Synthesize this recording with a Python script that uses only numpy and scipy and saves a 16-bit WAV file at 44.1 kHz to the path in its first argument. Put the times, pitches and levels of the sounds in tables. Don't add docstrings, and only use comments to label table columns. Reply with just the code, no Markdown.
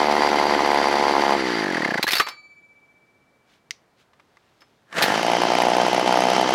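import sys
import numpy as np
from scipy import signal
from scipy.fft import rfft, irfft
from scipy.io import wavfile

SR = 44100
rng = np.random.default_rng(int(sys.argv[2]) if len(sys.argv) > 2 else 0)


def waveform_to_disk(signal):
    frames = np.transpose(np.atleast_2d(signal))
    scaled = np.clip(frames, -1, 1) * 32767
    samples = np.round(scaled).astype(np.int16)
    wavfile.write(sys.argv[1], SR, samples)


N = 288414
TIME = np.arange(N) / SR

IGNITION_OFF, IGNITION_ON = 1.358, 5.01
IDLE_HZ, SAG_HZ_PER_S, BRAKE_HZ_PER_S, BRAKE_HZ_PER_S2 = 73.71, 2.587, 65.0, 5.6
FIRST_PORT_S, STALL_S = .0029, 2.025
PULL_S, FIRST_BURN_S, CATCH_HZ = .0775, 5.0161, 40.4
SETTLE_S, RESTART_IDLE_HZ, CREEP_HZ_PER_S = .1, 58.36, 3.376
WEAK_BELOW_HZ, FULL_ABOVE_HZ, WEAK_DB = 54, 61.1, -4
SLUGGISH, LATE_S, COOLING = 1.3, 0.00017, 0.051
RATTLE_POWER, RATTLE_COAST_DB, KNOCK_BELOW_HZ, KNOCK_ABOVE_HZ = 1.06, -0.94, 71, 23.5
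CLANK_DECAY_S = 0.0095
STIR_S, REST_S, DRUM_STIR_DB, DRUM_STRIKE_DB, DRUM_BEAT_HZ = 2.13, 2.2, -44, -38, 15.6
CORD_FULL_S, CORD_HOLD_S, CORD_DB = 4.972, .12, -23.5
CORD_RISE_DB_PER_S, CORD_FADE_DB_PER_S = 446, 75
YARD_DB, TOP_HZ = -63.5, 15750

# (frequency [Hz], relative level [dB])
FAST_BANG = [(70, -32), (140, -27), (240, -7.5), (400, -3), (600, -5), (760, -0.5), (1030, -4), (1220, -17),
             (2000, -23), (3200, -35), (6000, -45), (15000, -64)]
SLOW_BANG = [(70, -29.5), (190, -7.5), (330, -6), (600, -4), (760, -1), (930, -2.5), (1150, -20.5),
             (2000, -22), (6000, -50), (15000, -71)]
PUFF = [(50, -32.5), (110, -14), (190, -2.5), (330, 4), (600, -6), (900, 4.5), (1300, -13.5), (2500, -22.5),
        (15000, -59)]
GAS = [(110, -24), (230, 4), (350, -0.5), (950, 1), (1400, -13.5), (2500, -39.5)]
CRACK = [(500, -8.5), (2400, 3), (4000, -9.5), (7000, -17), (11000, -14), (15000, -35)]
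FIRST_CASING = [(400, -18), (1200, 0.5), (1950, -1.5), (2700, -7.5), (3980, -9), (4700, -4.5),
                (5100, -12.5), (5900, -12.5), (6870, -25.5), (10700, -33), (15500, -44)]
SECOND_CASING = [(400, -16.5), (1200, 1.5), (2000, -3.5), (2430, -5), (3080, -0.5), (3500, -7.5),
                 (5200, -7), (6240, -9.5), (6870, -20), (10700, -31), (15500, -64)]
KNOCK = [(200, -21), (700, -4), (1200, -9), (1800, 0.5), (2300, -10.5), (3000, -16), (4200, -19.5),
         (7000, -30), (15000, -45)]
STEEL = [(150, -17), (400, -4.5), (1000, -3), (1900, 5), (3000, 0), (4200, 3), (5500, -5.5), (7500, -12.5),
         (10000, -13), (12300, -9.5), (15500, -18)]
CLUNK = [(150, -25), (350, -8), (700, -7), (1200, -0.5), (1600, -2), (2100, -2), (3500, -11.5), (7000, -22),
         (15000, -42.5)]
SCUFF = [(700, -5), (1500, 1.5), (3600, 0.5), (6000, -8), (12000, -23)]
SWITCH = [(400, -43), (1100, -19), (1700, -11), (2050, 0), (3100, -8.5), (3900, -5), (6000, -1.5),
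          (7600, -16.5), (15000, -34)]
CORD = [(70, -19.5), (190, -4.5), (800, -3.5), (1160, -5), (1750, 3), (2300, -9.5), (3300, -13.5),
        (9300, -26), (15000, -38)]
YARD = [(30, -14), (122, 0), (700, -4), (1730, -10.5), (2700, -18), (4100, -20), (15000, -34.5)]

# (frequency [Hz], width [Hz], relative level [dB])
CASING_MODES = [(2063, 170, -1), (3100, 180, -8.5), (4730, 32, 4.5), (6400, 22, 0), (7400, 140, 4),
                (10470, 450, 3)]
# (frequency [Hz], relative level [dB], t60 [s], strength of the beating twin [0-1])
DRUM_MODES = [(1224, -1.5, 0.55, 0.5), (2309, -4.5, 2.7, 0.64), (4020, 3.5, 0.37, 0), (4360, 2, .24, .1),
              (4511, 3, .57, .1), (5215, 8.5, .16, .1), (6970, -21.5, 1.3, 0.8), (12420, -5, .2, .2)]
# (time [s], length [turns without a burn])
STUMBLES = [(.195, 1), (.304, 1), (.373, 1), (.483, 1), (.565, 2), (.635, 1), (.828, 1), (.899, 1),
            (1.125, 1), (1.209, 1), (5.214, 1), (5.386, 2), (5.486, 1), (5.569, 1), (5.85, 1), (5.899, 2),
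            (5.964, 1), (6.029, 2), (6.349, 1), (6.445, 3), (6.523, 1)]
# (time [s], crack level [dB], ring frequency [Hz], ring level [dB], ring decay [s])
CLANKS = [(2.028, -15.5, 4050, -23, 0.022), (2.068, -28, 1680, -16.5, 0.014), (2.079, -21, 4360, -24, .018),
          (2.088, -24.5, 2000, -12, 0.0043), (2.108, -20.5, 2500, -15.5, .004),
          (2.119, -18.5, 5260, -25, .015), (2.133, -16, 3600, -20.5, .009),
          (2.153, -18.5, 4560, -22.5, 0.028), (2.167, -20.5, 4480, -26.5, 0.031),
          (2.183, -24, 5210, -23.5, .02), (2.198, -19, 1274, -13, 0.01), (2.286, -29, 5250, -32, 0.015),
          (4.607, -56, 5230, -54, 0.029)]
# (time [s], level [dB], decay [s])
THUMPS = [(2.075, -22.5, 0.013), (2.198, -13, 0.014), (2.266, -29, 0.028), (4.132, -53, 0.0065),
          (4.197, -50, 0.0071), (4.37, -46, 0.0034), (4.619, -44, .0062), (4.927, -31.5, 0.0055),
          (4.982, -16.5, 0.013)]
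# (middle [s], level [dB], half length [s])
SCUFFS = [(3.53, -61.5, 0.054), (4.004, -62, 0.033), (4.55, -69, 0.38)]
# (time [s], level [dB], decay [s])
SHARP_CRACKS = [(5.418, -12.5, 0.0022), (5.619, -14.5, 0.0035), (6.412, -17.5, 0.0016)]


def undb(db):
    return 10 ** (np.asarray(db) / 20)


def unit(x):
    return x / np.sqrt(np.mean(x ** 2))


def colour(x, points, size=4096):
    hz, db = np.transpose(points)
    bins = np.maximum(np.arange(size // 2 + 1), 1) * SR / size
    gain = undb(np.interp(np.log(bins), np.log(hz), db)) * np.minimum(bins / hz[0], 1) ** 2
    cepstrum = irfft(np.log(gain))
    cepstrum[1:size // 2] *= 2
    cepstrum[size // 2 + 1:] = 0
    response = irfft(np.exp(rfft(cepstrum)))[:size // 2]
    return signal.fftconvolve(x, response / np.linalg.norm(response))[:N]


def resonate(x, hz, width_hz):
    return signal.lfilter(*signal.iirpeak(hz, hz / width_hz, fs=SR), x)


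def impulses(times, sizes):
    at = np.clip(times * SR, 0, N)
    whole = at.astype(int)
    early = np.bincount(whole, sizes * (1 - at + whole), N + 2)
    late = np.bincount(whole + 1, sizes * (at - whole), N + 2)
    return (early + late)[:N]


def grit(spread_db, size=24):
    spread = np.clip(rng.standard_normal(N // size + 1), -2, 2)
    strength = np.repeat(undb(spread_db * spread), size)[:N]
    return unit(rng.standard_normal(N) * strength)


def decay(x, seconds):
    return signal.lfilter([1], [1, -np.exp(-1 / (seconds * SR))], x)


def bursts(rows, points, spread_db):
    envelope = np.zeros(N)
    for s, db, fall in rows:
        start = int(s * SR)
        envelope[start:] += undb(db) * np.exp(-np.minimum(TIME[:N - start] / fall, 20))
    return colour(envelope * grit(spread_db), points)


def yard():
    return undb(YARD_DB) * colour(rng.standard_normal(N), YARD)


def sparking(s):
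    return (s < IGNITION_OFF) | (s > IGNITION_ON)


def dying_speed():
    off = np.maximum(TIME - IGNITION_OFF, 0)
    idle = IDLE_HZ - SAG_HZ_PER_S * TIME
    braking = BRAKE_HZ_PER_S * off + BRAKE_HZ_PER_S2 * off ** 2
    return (idle - braking) * (TIME < STALL_S)


def crank(speed, port_s):
    turns = np.cumsum(speed) / SR
    turns = turns - np.interp(port_s, TIME, turns) % 1
    ports = np.searchsorted(turns, np.arange(int(turns[-1]) + 1), side="right") / SR
    return turns, ports


def stumbled(ports):
    missed = np.zeros(len(ports), bool)
    for s, length in STUMBLES:
        if ports[1] < s < ports[-1]:
            first = np.argmin(np.abs(ports - s))
            missed[first:first + length] = True
    return missed


def exhaust(ports, missed, outline, bang_db, puff_db, gas_db, crack_db, muffler_hz, ring_db,
            scatter_db, recovery_db, pump_db=-5):
    chance = rng.standard_normal((len(ports), 4)).T
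    coasting = ~sparking(ports)
    fired = ~(coasting | missed)
    vigour = signal.lfilter([.7], [1, -.6], chance[0]) - SLUGGISH * np.roll(missed, -1)
    strength = fired * undb(scatter_db * vigour + recovery_db * np.roll(missed, 1))

    shape = colour(impulses(np.zeros(1), np.ones(1)), outline)
    shape = (shape + undb(ring_db) * resonate(shape, muffler_hz, 240))[:SR // 20]
    bang, t = np.zeros(N), TIME[:len(shape)]
    for s, size, heat in zip(ports - LATE_S * vigour, strength, 1 + COOLING * vigour):
        span = slice(max(int(s * SR), 0), int(s * SR) + len(shape))
        bang[span] += size * np.interp((TIME[span] - s) * heat, t, shape, left=0, right=0)

    suck = missed * undb(puff_db) + coasting * undb(pump_db)
    suck = suck + fired * undb(puff_db - 10.5) * (chance[2] - vigour)
    puff = colour(impulses(ports + .0004, -suck), PUFF)
    spit = decay(impulses(ports, strength * undb(crack_db + 3.5 * chance[3])), .0018)
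    spit = colour(spit * grit(0.75), CRACK)
    flow = decay(impulses(ports, np.where(coasting, .3, 1)), 0.012) * undb(gas_db)
    flow = colour(flow * rng.standard_normal(N), GAS)
    return undb(bang_db) * bang + puff + spit + flow


def rattle(speed, turns, points, level_db, swing_db, peak_turn, spread_db, modes_db):
    each_turn_db = 1.2 * rng.standard_normal(256)[turns.astype(int)]
    shake = undb(swing_db * np.cos(2 * np.pi * (turns - peak_turn)) + each_turn_db)
    broad = colour(grit(spread_db), points)
    modes = sum(undb(db + modes_db) * resonate(broad, hz, width) for hz, width, db in CASING_MODES)
    level = undb(level_db + RATTLE_COAST_DB * ~sparking(TIME))
    return unit(broad + modes) * shake * (speed / IDLE_HZ) ** RATTLE_POWER * level


def hum(speed, turns, first_db, second_db, reference_hz=70):
    force = (speed / reference_hz) ** 4
    first = undb(first_db) * np.sin(2 * np.pi * turns)
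    second = undb(second_db) * np.sin(4 * np.pi * turns)
    return force * (first + second)


def pumping(speed, turns, missed, pump_db, blow_turn=-0.058, blow_width_turn=0.024, blow_db=-3,
            suck_s=0.00065, suck_width_s=0.0003, lowest_hz=170):
    angle = (turns + .5) % 1 - .5
    since_port = angle / np.maximum(speed, 1)
    blow = undb(blow_db) * np.exp(-.5 * ((angle - blow_turn) / blow_width_turn) ** 2)
    suck = np.exp(-.5 * ((since_port - suck_s) / suck_width_s) ** 2)
    unfired = ~sparking(TIME) | np.isin(np.round(turns), np.flatnonzero(missed))
    stroke = (blow - suck) * (unfired & (speed > 0))
    highpass = signal.butter(2, lowest_hz, "high", fs=SR, output="sos")
    return undb(pump_db) * signal.sosfiltfilt(highpass, stroke)


def compression(speed, turns, lead_turn=0.34, width_turn=0.11, knock_db=-18.0, ring_db=-16,
                ring_hz=1830, wander=.07, growth=0.6, scatter_db=1.7):
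    stroke = turns + lead_turn + .5
    force, pitch = rng.standard_normal((256, 2))[stroke.astype(int)].T
    slowing = np.maximum(1 - speed / KNOCK_BELOW_HZ, 0) ** growth * (speed > KNOCK_ABOVE_HZ)
    pulse = np.exp(-.5 * ((stroke % 1 - .5) / width_turn) ** 2)
    push = slowing * undb(scatter_db * force) * pulse
    ring = np.sin(2 * np.pi * np.cumsum(ring_hz * (1 + wander * pitch)) / SR)
    return undb(knock_db) * colour(push * grit(2.7), KNOCK) + undb(ring_db) * push * ring


def first_run():
    speed = dying_speed()
    turns, ports = crank(speed, FIRST_PORT_S)
    missed = stumbled(ports)
    burns = exhaust(ports, missed, FAST_BANG, bang_db=7.5, puff_db=0.5, gas_db=-28.5, crack_db=-30.5,
                    muffler_hz=914, ring_db=-4.5, scatter_db=0.83, recovery_db=-1.5)
    casing = rattle(speed, turns, FIRST_CASING, level_db=-26, swing_db=1.0, peak_turn=0.063,
                    spread_db=1.5, modes_db=2.5)
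    piston = hum(speed, turns, first_db=-46, second_db=-57.5)
    gusts = pumping(speed, turns, missed, pump_db=-12.5)
    return burns + casing + piston + gusts + compression(speed, turns)


def clanks():
    out = bursts([(s, db, CLANK_DECAY_S) for s, db, *_ in CLANKS], STEEL, spread_db=1.0)
    t = TIME[:SR // 4]
    for s, _, hz, db, fall in CLANKS:
        start = int(s * SR)
        out[start:start + len(t)] += undb(db) * np.exp(-t / fall) * np.sin(2 * np.pi * hz * t)
    return out


def gasps():
    return colour(impulses(np.array([2.042, 2.133, 4.984]), -undb([2, -1, 2])), PUFF)


def thumps(cover_hz=1210, cover_db=-2):
    housing = bursts(THUMPS, CLUNK, spread_db=-1.5)
    return housing + undb(cover_db) * resonate(housing, cover_hz, 140)


def drum():
    s, ring_db = np.transpose([(STIR_S, DRUM_STIR_DB), (REST_S, DRUM_STRIKE_DB)])
    phase = 2 * np.pi * (TIME - REST_S)
    out = 0
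    for hz, db, t60, twin in DRUM_MODES:
        energy = decay(impulses(s, undb(ring_db) ** 2), t60 / np.log(1e6))
        pair = np.sin(hz * phase) + twin * np.sin((hz + DRUM_BEAT_HZ) * phase)
        out = out + undb(db) * np.sqrt(energy + 1e-18) * pair
    return out


def scuffs():
    swells = sum(undb(db) * np.exp(-((TIME - s) / half) ** 2) for s, db, half in SCUFFS)
    return swells * colour(grit(3.1), SCUFF)


def switch():
    return bursts([(3.708, -15.5, 0.0015), (3.712, -49, 0.026)], SWITCH, spread_db=0)


def cord():
    early = np.maximum(CORD_FULL_S - TIME, 0)
    late = np.maximum(TIME - CORD_FULL_S - CORD_HOLD_S, 0)
    level = undb(CORD_DB - CORD_RISE_DB_PER_S * early - CORD_FADE_DB_PER_S * late)
    return level * colour(grit(4.2), CORD)


def starting_speed():
    since = TIME - FIRST_BURN_S
    pulled = CATCH_HZ * np.maximum(1 + since / PULL_S, 0)
    shortfall = (RESTART_IDLE_HZ - CATCH_HZ) * np.exp(-np.abs(since) / SETTLE_S)
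    running = RESTART_IDLE_HZ + CREEP_HZ_PER_S * since - shortfall
    return np.where(since < 0, pulled, running)


def second_run():
    speed = starting_speed()
    turns, ports = crank(speed, FIRST_BURN_S)
    missed = stumbled(ports)
    catching = undb(np.interp(speed, [WEAK_BELOW_HZ, FULL_ABOVE_HZ], [WEAK_DB, 0]))
    burns = exhaust(ports, missed, SLOW_BANG, bang_db=6.5, puff_db=0.0, gas_db=-25.5, crack_db=-22,
                    muffler_hz=720, ring_db=-1.0, scatter_db=1.0, recovery_db=0.5)
    casing = rattle(speed, turns, SECOND_CASING, level_db=-25.5, swing_db=1.7, peak_turn=0.036,
                    spread_db=1.0, modes_db=-1.0)
    piston = hum(speed, turns, first_db=-59, second_db=-38.0)
    gusts = pumping(speed, turns, missed, pump_db=-15)
    sharp_cracks = bursts(SHARP_CRACKS, CRACK, spread_db=-7.0)
    return catching * burns + casing + piston + gusts + sharp_cracks


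def pawls():
    return bursts([(5.023, -11.5, 0.016)], STEEL, spread_db=-1.5)


def outdoors(x, ground_s=.0058, ground_db=-15, walls_db=-27, walls_t60=.36):
    bounce = np.interp(TIME - ground_s, TIME, x, left=0)
    t = TIME[:SR // 2]
    tail = rng.standard_normal(len(t)) * undb(-60 * t / walls_t60) * (1 - np.exp(-t / 0.0064))
    walls = signal.fftconvolve(x, tail / np.linalg.norm(tail))[:N]
    dull = signal.sosfilt(signal.butter(2, 6000, fs=SR, output="sos"), walls)
    return x + undb(ground_db) * bounce + undb(walls_db) * dull


def scene():
    saw = first_run() + clanks() + gasps() + thumps() + drum()
    saw = saw + scuffs() + switch() + cord() + second_run() + pawls()
    return (outdoors(saw) + yard())[None]


def record(dry, ceiling=0.69):
    rounded = ceiling * dry / (ceiling ** 4 + dry ** 4) ** (1 / 4)
    return signal.sosfilt(signal.ellip(8, .2, 70, TOP_HZ, fs=SR, output="sos"), rounded)


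dry = scene()
out = record(dry)
waveform_to_disk(out)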